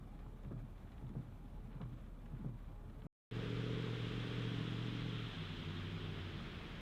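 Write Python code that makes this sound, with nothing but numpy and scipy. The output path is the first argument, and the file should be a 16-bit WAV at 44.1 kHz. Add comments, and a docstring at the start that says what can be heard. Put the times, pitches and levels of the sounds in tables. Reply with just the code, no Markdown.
"""Rain on an idling car, heard from inside: a low hum, drops ringing the roof and glass, and wipers
whose motor whines through each stroke and whose arms thud against the cowl at each turn.
After a short silence the car waits at a wet road, window open. A truck drones past and slows:
its eight cylinders fire unevenly through a resonant tailpipe, and its tyres hiss through the water."""
import sys
import numpy as np
from scipy import signal
from scipy.io import wavfile
from scipy.ndimage import uniform_filter1d

SR = 44100
rng = np.random.default_rng(int(sys.argv[2]) if len(sys.argv) > 2 else 0)


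def generate_wav(signal):
    """Clip the signal to [-1, 1] and save it as 16-bit WAV at the path in sys.argv[1]."""
    frames = np.transpose(np.atleast_2d(signal))
    scaled = np.clip(frames, -1, 1) * 32767
    pcm = np.round(scaled).astype(np.int16)
    wavfile.write(sys.argv[1], SR, pcm)


N = 300310
T = np.arange(N) / SR
CABIN_END_S, ROADSIDE_START_S = 3.068, 3.312


def gain(db):
    """Decibels to amplitude."""
    return 10 ** (np.asarray(db) / 20)


def unit_rms(x):
    """Scales to rms 1."""
    return x / np.sqrt(np.mean(x ** 2) + 1e-20)


def curves(rows):
    """One per-sample curve for each column after the time."""
    times, *columns = np.transpose(rows)
    return [np.interp(T, times, column) for column in columns]


def wander(top_hz):
    """Random drift over the decade below top_hz, rms 1."""
    hz, phase = np.geomspace(top_hz / 10, top_hz, 12), rng.random(12)
    coarse = T[::128]
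    drift = np.sin(2 * np.pi * (hz * coarse[:, None] + phase)).sum(1)
    return np.interp(T, coarse, unit_rms(drift))


def wash(spectrum, patchy_db, flicker_db, size=1024):
    """Noise shaped by (f/Hz, level/dB) rows, with drifting patches and broadband flicker; rms 1."""
    hop = size // 4
    hz = np.fft.rfftfreq(size, 1 / SR)
    real, imag, patches = rng.standard_normal((N // hop + 5, len(hz), 3)).T
    patches = unit_rms(uniform_filter1d(uniform_filter1d(patches, 10, 0), 10, 1))
    knot_hz, knot_db = np.transpose(spectrum)
    colour_db = np.interp(np.log(hz + 1), np.log(knot_hz + 1), knot_db, left=-99, right=-99)
    flicker = rng.standard_normal(real.shape[1])
    frames = (real + 1j * imag) * gain(colour_db[:, None] + patchy_db * patches + flicker_db * flicker)
    return unit_rms(signal.istft(frames, nperseg=size, noverlap=size - hop)[1][:N])


def strike(times, sizes, response):
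    """Sums a scaled copy of the response at each time."""
    train = np.zeros(N)
    np.add.at(train, np.round(np.asarray(times) * SR).astype(int), sizes)
    return signal.oaconvolve(train, response)[:N]


def burst(samples, t60_s, rise_s):
    """Envelope: fast rise, exponential decay."""
    t = T[:samples]
    return gain(-60 * t / t60_s) * (1 - np.exp(-t / rise_s))


def blows(times, level_db, pitch_hz, modes, width_octaves, rise_s):
    """Each blow rings most the modes near its own pitch."""
    t = T[:SR // 3]
    out = np.zeros(N)
    for hz, db, t60_s in modes:
        ring = np.sin(2 * np.pi * hz * t) * gain(-60 * t / t60_s) * (1 - np.exp(-t / rise_s)) ** 2
        nearness = np.exp(-(np.log2(hz / pitch_hz) / width_octaves) ** 2)
        out += strike(times, gain(level_db + db) * nearness, ring)
    return out


def mic_noise():
    """Faint self-noise of the microphone."""
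    return gain(-83) * wash([(3000, 3.5), (9000, 1.0), (16000, 0.0)], patchy_db=.3, flicker_db=.3)


# Cabin noise: f/Hz, relative level/dB
CABIN_SPECTRUM = [(18, -24), (28, -12.5), (50, -4), (81, -4), (222, -9.5), (445, -25), (514, -22.5),
                  (756, -27), (1190, -29.5), (2180, -41.5), (2340, -36.5), (2570, -43.5), (3600, -43),
                  (4690, -52), (14200, -54.5), (15600, -55)]
def cabin():
    """Rumble and rain wash inside the car."""
    return gain(-54.5) * wash(CABIN_SPECTRUM, patchy_db=1.0, flicker_db=1.0, size=2048)


# Firing hum: f/Hz, cabin level/dB, roadside level/dB
IDLE_TONES = [(37.86, -54, -58.5), (72.6, -72, -86)]
def idle():
    """Two steady tones of the car's own engine."""
    out = np.zeros(N)
    for hz, cabin_db, roadside_db in IDLE_TONES:
        level_db = np.where(T < CABIN_END_S, cabin_db, roadside_db) + 0.86 * wander(3)
        out += np.sqrt(2) * gain(level_db) * np.sin(2 * np.pi * hz * T)
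    return out


# Sharp ticks (large drops, and one loud click at the wiper's turn): t/s, level/dB, f/Hz
SHARP_TICKS = [(.190, -62, 3100), (.243, -70, 3000), (.434, -63, 6800), (0.447, -60, 2700),
               (.779, -66, 3580), (.872, -73, 2870), (.918, -61.5, 3780), (.979, -62, 2820),
               (1.066, -64, 3000), (1.092, -62, 7000), (1.456, -67, 2950), (1.727, -63, 3030),
               (1.779, -71, 3590), (1.8142, -51.5, 3370), (1.837, -71, 2620), (2.001, -73, 3200),
               (2.258, -60.5, 2910), (2.386, -70, 7000), (3.019, -59, 3130)]
# Roof and glass modes: f/Hz, relative level/dB, t60/s
ROOF_MODES = [(1137, 7, 0.016), (2290, -5, 0.017), (2970, -4, 0.022), (3410, -2.5, 0.015),
              (3990, 0.5, 0.017), (5300, 3, .012), (7000, -5.5, 0.011)]
def rain():
    """Sharp ticks over a patter of small drops; each rings the roof and sets off a puff of noise."""
    times, level_db, hz = np.transpose(SHARP_TICKS)
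    when, size, pitch = rng.random((700, 3)).T  # small drops
    times = np.r_[times, when * CABIN_END_S]
    level_db = np.r_[level_db, -81 - 2.5 * np.log(1 - size)]
    hz = np.r_[hz, 900 * 4.5 ** pitch]
    taps = blows(times, level_db, hz, ROOF_MODES, width_octaves=0.33, rise_s=0.00066)
    puffs = strike(times, gain(level_db - 4), burst(4000, t60_s=0.045, rise_s=.0006))
    puff_spectrum = [(500, -6.0), (1200, 5.0), (3500, -6.0), (4500, -16.5), (6000, -25)]
    return taps + puffs * wash(puff_spectrum, patchy_db=0.82, flicker_db=0, size=256)


def rough_tone(hz, flutter_db):
    """A thin tone that flutters in level and pitch."""
    cycles = np.cumsum(hz * (1 + 0.0037 * wander(25))) / SR
    return np.sqrt(2) * gain(flutter_db * wander(40)) * np.sin(2 * np.pi * cycles)


def arch_db(progress, peak_at):
    """Flat-topped level that sinks at both ends of a stroke."""
    return -16.5 * np.interp(progress, [0, peak_at, 1], [1, 0, 1]) ** 3.5


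SWEEP_S = 1.292  # out and back
# Motor strokes: t in sweep/s, length/s, shaft level/dB, octave level/dB
MOTOR_STROKES = [(.04, .56, -71.5, -74), (0.914, .31, -75, -72.5)]
def wiper_motor(rest_hz=392.3, run_up_hz=41.6):
    """The shaft tone and its octave climb and fall back in each stroke; the octave dips midway."""
    run_up, shaft, octave = np.zeros((3, N))
    for start_s, length_s, shaft_db, octave_db in MOTOR_STROKES:
        progress = (T % SWEEP_S - start_s) / length_s
        running = (progress > 0) & (progress < 1)
        run_up += running * np.sin(np.pi * np.clip(progress, 0, 1) ** 1.5) ** .7
        shaft += running * gain(shaft_db + arch_db(progress, peak_at=0.83))
        dip_db = -16 * np.exp(-((progress - .58) / 0.087) ** 2)
        octave += running * gain(octave_db + dip_db + arch_db(progress, peak_at=.35))
    hz = rest_hz + run_up_hz * run_up
    return shaft * rough_tone(hz, flutter_db=0.67) + octave * rough_tone(2 * hz, flutter_db=2.8)


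# Rubber at the top of the glass, bright: f/Hz, relative level/dB
TOP_SCRAPE = [(200, -17), (330, 3.5), (520, -1), (850, -9), (1250, -6), (1700, -20), (2300, -41)]
# At the bottom, dull: f/Hz, relative level/dB
BOTTOM_SCRAPE = [(200, -17), (330, -0.5), (500, 2.5), (800, -8), (1200, -10), (2000, -33)]
def blade_scrape(times, level_db):
    """The rubber scrapes the glass briefly at each knock."""
    envelope = burst(8000, t60_s=0.11, rise_s=0.002)
    at_top = times % SWEEP_S < SWEEP_S * 2 / 3
    out = np.zeros(N)
    for spectrum, chosen in (TOP_SCRAPE, at_top), (BOTTOM_SCRAPE, ~at_top):
        swell = strike(times, chosen * gain(level_db), envelope)
        out += swell * wash(spectrum, patchy_db=3.3, flicker_db=0.94, size=512)
    return out


def linkage_thud(hz):
    """A soft low knock whose pitch sags as the linkage unloads."""
    age = T[:4000] / 0.016  # 1 at the peak
    cycles = np.cumsum(hz * (0.781 + 0.53 * np.exp(-age / 1.43))) / SR
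    return (age * np.exp(1 - age)) ** 1.2 * np.sin(2 * np.pi * cycles)


# Knocks at the top turn: t in sweep/s, relative level/dB, f/Hz, relative scrape level/dB
TOP_KNOCKS = [(.447, -10.5, 177, -23), (.458, 0, 129.4, -39.5), (.508, -2.5, 172, -12),
              (.534, -4, 125.4, -28.5), (.558, -2, 126, -25), (.625, -1.5, 129.4, -40)]
# At the bottom turn: same columns
BOTTOM_KNOCKS = [(1.025, -4.5, 141.3, -28.5), (1.097, -11, 196, -37), (1.151, -1, 149.4, -18.5),
                 (1.186, -3.5, 130, -36), (1.244, -14, 124, -42)]
# Sweeps: t/s, top turn level/dB, bottom turn level/dB
SWEEPS = [(0, -37, -31.5), (1.293, -36.5, -31), (2.587, -39.5, -32)]
# Lone mid-stroke knocks: t/s, level/dB, f/Hz, scrape level/dB
STRAY_KNOCKS = [(0.259, -46.5, 113, -59), (2.69, -46, 144, -63), (2.849, -45, 115, -73)]
# Cowl modes: f/Hz, relative level/dB, t60/s
COWL_MODES = [(124, -6.5, 0.28), (155.5, -10.5, 0.059), (220.2, -3, 0.14), (268, -1.5, 0.12),
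              (348, -3.5, 0.16), (392, -1.5, 0.073), (511, -9.5, .1), (700, -19.5, 0.065)]
def wipers():
    """At each turn the arms stop, the blades flip and the linkage settles; each knock rings the cowl."""
    knocks = []
    for start_s, top_db, bottom_db in SWEEPS:
        for turn, turn_db in (TOP_KNOCKS, top_db), (BOTTOM_KNOCKS, bottom_db):
            knocks += [(start_s + s, db + turn_db, hz, rub_db + turn_db) for s, db, hz, rub_db in turn]
    knocks = [knock for knock in knocks + STRAY_KNOCKS if knock[0] < CABIN_END_S]
    times, level_db, pitch_hz, scrape_db = np.transpose(knocks)
    cowl = blows(times, level_db - 3, pitch_hz, COWL_MODES, width_octaves=0.97, rise_s=0.0025)
    thuds = sum(strike([s], gain(db - 7), linkage_thud(hz)) for s, db, hz, _ in knocks)
    return cowl + thuds + blade_scrape(times, scrape_db)


# Wet tyre spectra: f/Hz, relative level/dB
HISS_SPECTRUM = [(400, -15), (600, -4), (750, -7.5), (1220, 0), (1900, -2), (2500, -3), (3300, -8),
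                 (4400, -15.5), (5200, -19), (6800, -49)]
SIZZLE_SPECTRUM = [(2200, -35), (2700, -8), (3280, -1.5), (3700, -6.5), (4300, -15)]
SPRAY_SPECTRUM = [(3500, -28), (4600, -11.5), (5300, -9.5), (6800, -14), (12000, -30.5), (15600, -50)]
RUMBLE_SPECTRUM = [(20, -14), (50, 4), (100, -1), (160, 3.5), (300, -8), (420, -4.5), (500, -12.5),
                   (800, -18.5), (1200, -44)]
# Tyre noise envelopes: t/s, level/dB
SIZZLE_ENVELOPE = [(3.35, -61), (4.15, -56.5), (4.7, -58.5), (5.2, -56), (5.6, -57), (5.9, -60.5),
                   (6.3, -60), (6.81, -63.5)]
RUMBLE_ENVELOPE = [(3.36, -52), (3.8, -53.5), (4.2, -51), (4.85, -54), (5.9, -54), (6.5, -51.5),
                   (6.81, -51)]
def tyres(nearest_s=4.26, half_pass_s=0.79):
    """Tyres on the wet road; hiss and spray follow a share of the inverse-square loss."""
    loss_db = 10 * np.log10(1 + ((T - nearest_s) / half_pass_s) ** 2)
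    hiss = gain(-54.5 - 0.25 * loss_db) * wash(HISS_SPECTRUM, 0.76, 0.27, size=512)
    sizzle = gain(*curves(SIZZLE_ENVELOPE)) * wash(SIZZLE_SPECTRUM, 0.96, 0.54, size=512)
    spray = gain(-72.5 - 0.57 * loss_db) * wash(SPRAY_SPECTRUM, 0.95, 0.78, size=512)
    rumble = gain(*curves(RUMBLE_ENVELOPE)) * wash(RUMBLE_SPECTRUM, 1.6, 0.2, size=2048)
    fade_in_db = -5.5 * np.clip(1 - (T - ROADSIDE_START_S) / 0.034, 0, 1)
    return gain(fade_in_db) * (hiss + sizzle + spray + rumble)


# Engine speed: t/s, firing rate/Hz
FIRING_RATE = [(3.32, 115.5), (3.5, 117.3), (3.75, 119.5), (3.9, 119.2), (4.07, 116.8), (4.35, 119.7),
               (4.6, 117.3), (4.85, 117), (5.1, 118.7), (5.25, 112.4), (5.4, 100.2), (5.55, 93.3),
               (5.7, 91.7), (5.9, 98), (6.03, 98.8), (6.3, 90.9), (6.6, 82), (6.81, 82.3)]
# Order groups: t/s, firing tone level/dB, middle level/dB, upper level/dB
GROUP_LEVELS = [(3.32, -47, -50.5, -57), (3.65, -42.5, -46.5, -51.5), (3.88, -46, -47.5, -52),
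                (4.08, -45, -50, -58.5), (4.35, -44.3, -48.5, -54.5), (4.65, -44.5, -46.8, -60.5),
                (5.1, -47, -47.7, -60.5), (5.3, -51, -55.5, -63.5), (5.55, -50.5, -52, -66),
                (6.0, -50.5, -50.3, -57.5), (6.3, -49.5, -55.5, -62), (6.45, -61.5, -56, -63.5),
                (6.81, -66, -59.5, -67.5)]
# Exhaust: order of the two-turn cycle, level in group when fast/dB, when slow/dB
EXHAUST_ORDERS = [(8, -1, 0), (10, -24, -14), (11, -13, -24), (13, -8, -10), (14, -15, -17), (16, -13, -14),
                  (17, -18, -17), (19, -7, -16), (21, -15, -8), (22, -14, -17), (24, -9, -14),
                  (27, -5.5, -9), (29, -3, -1), (30, -4, -10), (32, -9, -12), (33, -14, -14), (34, -12, -7),
                  (36, -17, -20), (37, -19, -10)]
def truck_engine(pipe_hz=161, pipe_half_width_hz=15, pipe_db=10.5):
    """Two banks fire unevenly, adding orders beside the firing tone; tailpipe resonance lifts them."""
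    (firing_hz,), group_db = curves(FIRING_RATE), curves(GROUP_LEVELS)
    cycle_hz = firing_hz / 8
    cycle_phase = 2 * np.pi * np.cumsum(cycle_hz) / SR + 0.0054 * wander(11)  # firing jitter
    fast = np.interp(firing_hz, [98, 114], [0, 1])
    out = np.zeros(N)
    for order, fast_db, slow_db in EXHAUST_ORDERS:
        group = (order > 9) + (order > 23)
        level_db = group_db[group] + fast * fast_db + (1 - fast) * slow_db + 1.7 * wander(9)
        level_db += pipe_db / (1 + ((order * cycle_hz - pipe_hz) / pipe_half_width_hz) ** 2)
        lag_rad = 1.8 * (order % 8 == 5)  # the far bank arrives later
        out -= np.sqrt(2) * gain(level_db) * np.cos(order * cycle_phase - lag_rad + .3 * wander(7))
    return out


def scene():
    """Cabin, silence, roadside; the car idles in both scenes."""
    hum = idle()
    inside = hum + cabin() + rain() + wipers() + wiper_motor()
    roadside = hum + truck_engine() + tyres() + mic_noise()
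    inside_gate = np.clip((CABIN_END_S - T) / .0006, 0, 1)
    return (inside_gate * inside + (T > ROADSIDE_START_S) * roadside)[None]


def record(dry, low_hz=2.6, high_hz=15750):
    """A coupling capacitor, then the band limit."""
    coupling = signal.butter(1, low_hz, "high", fs=SR, output="sos")
    band_limit = signal.firwin(511, high_hz, window=("kaiser", 9), fs=SR)
    return signal.oaconvolve(signal.sosfilt(coupling, dry), band_limit[None], "same")


dry = scene()
out = record(dry)
generate_wav(out)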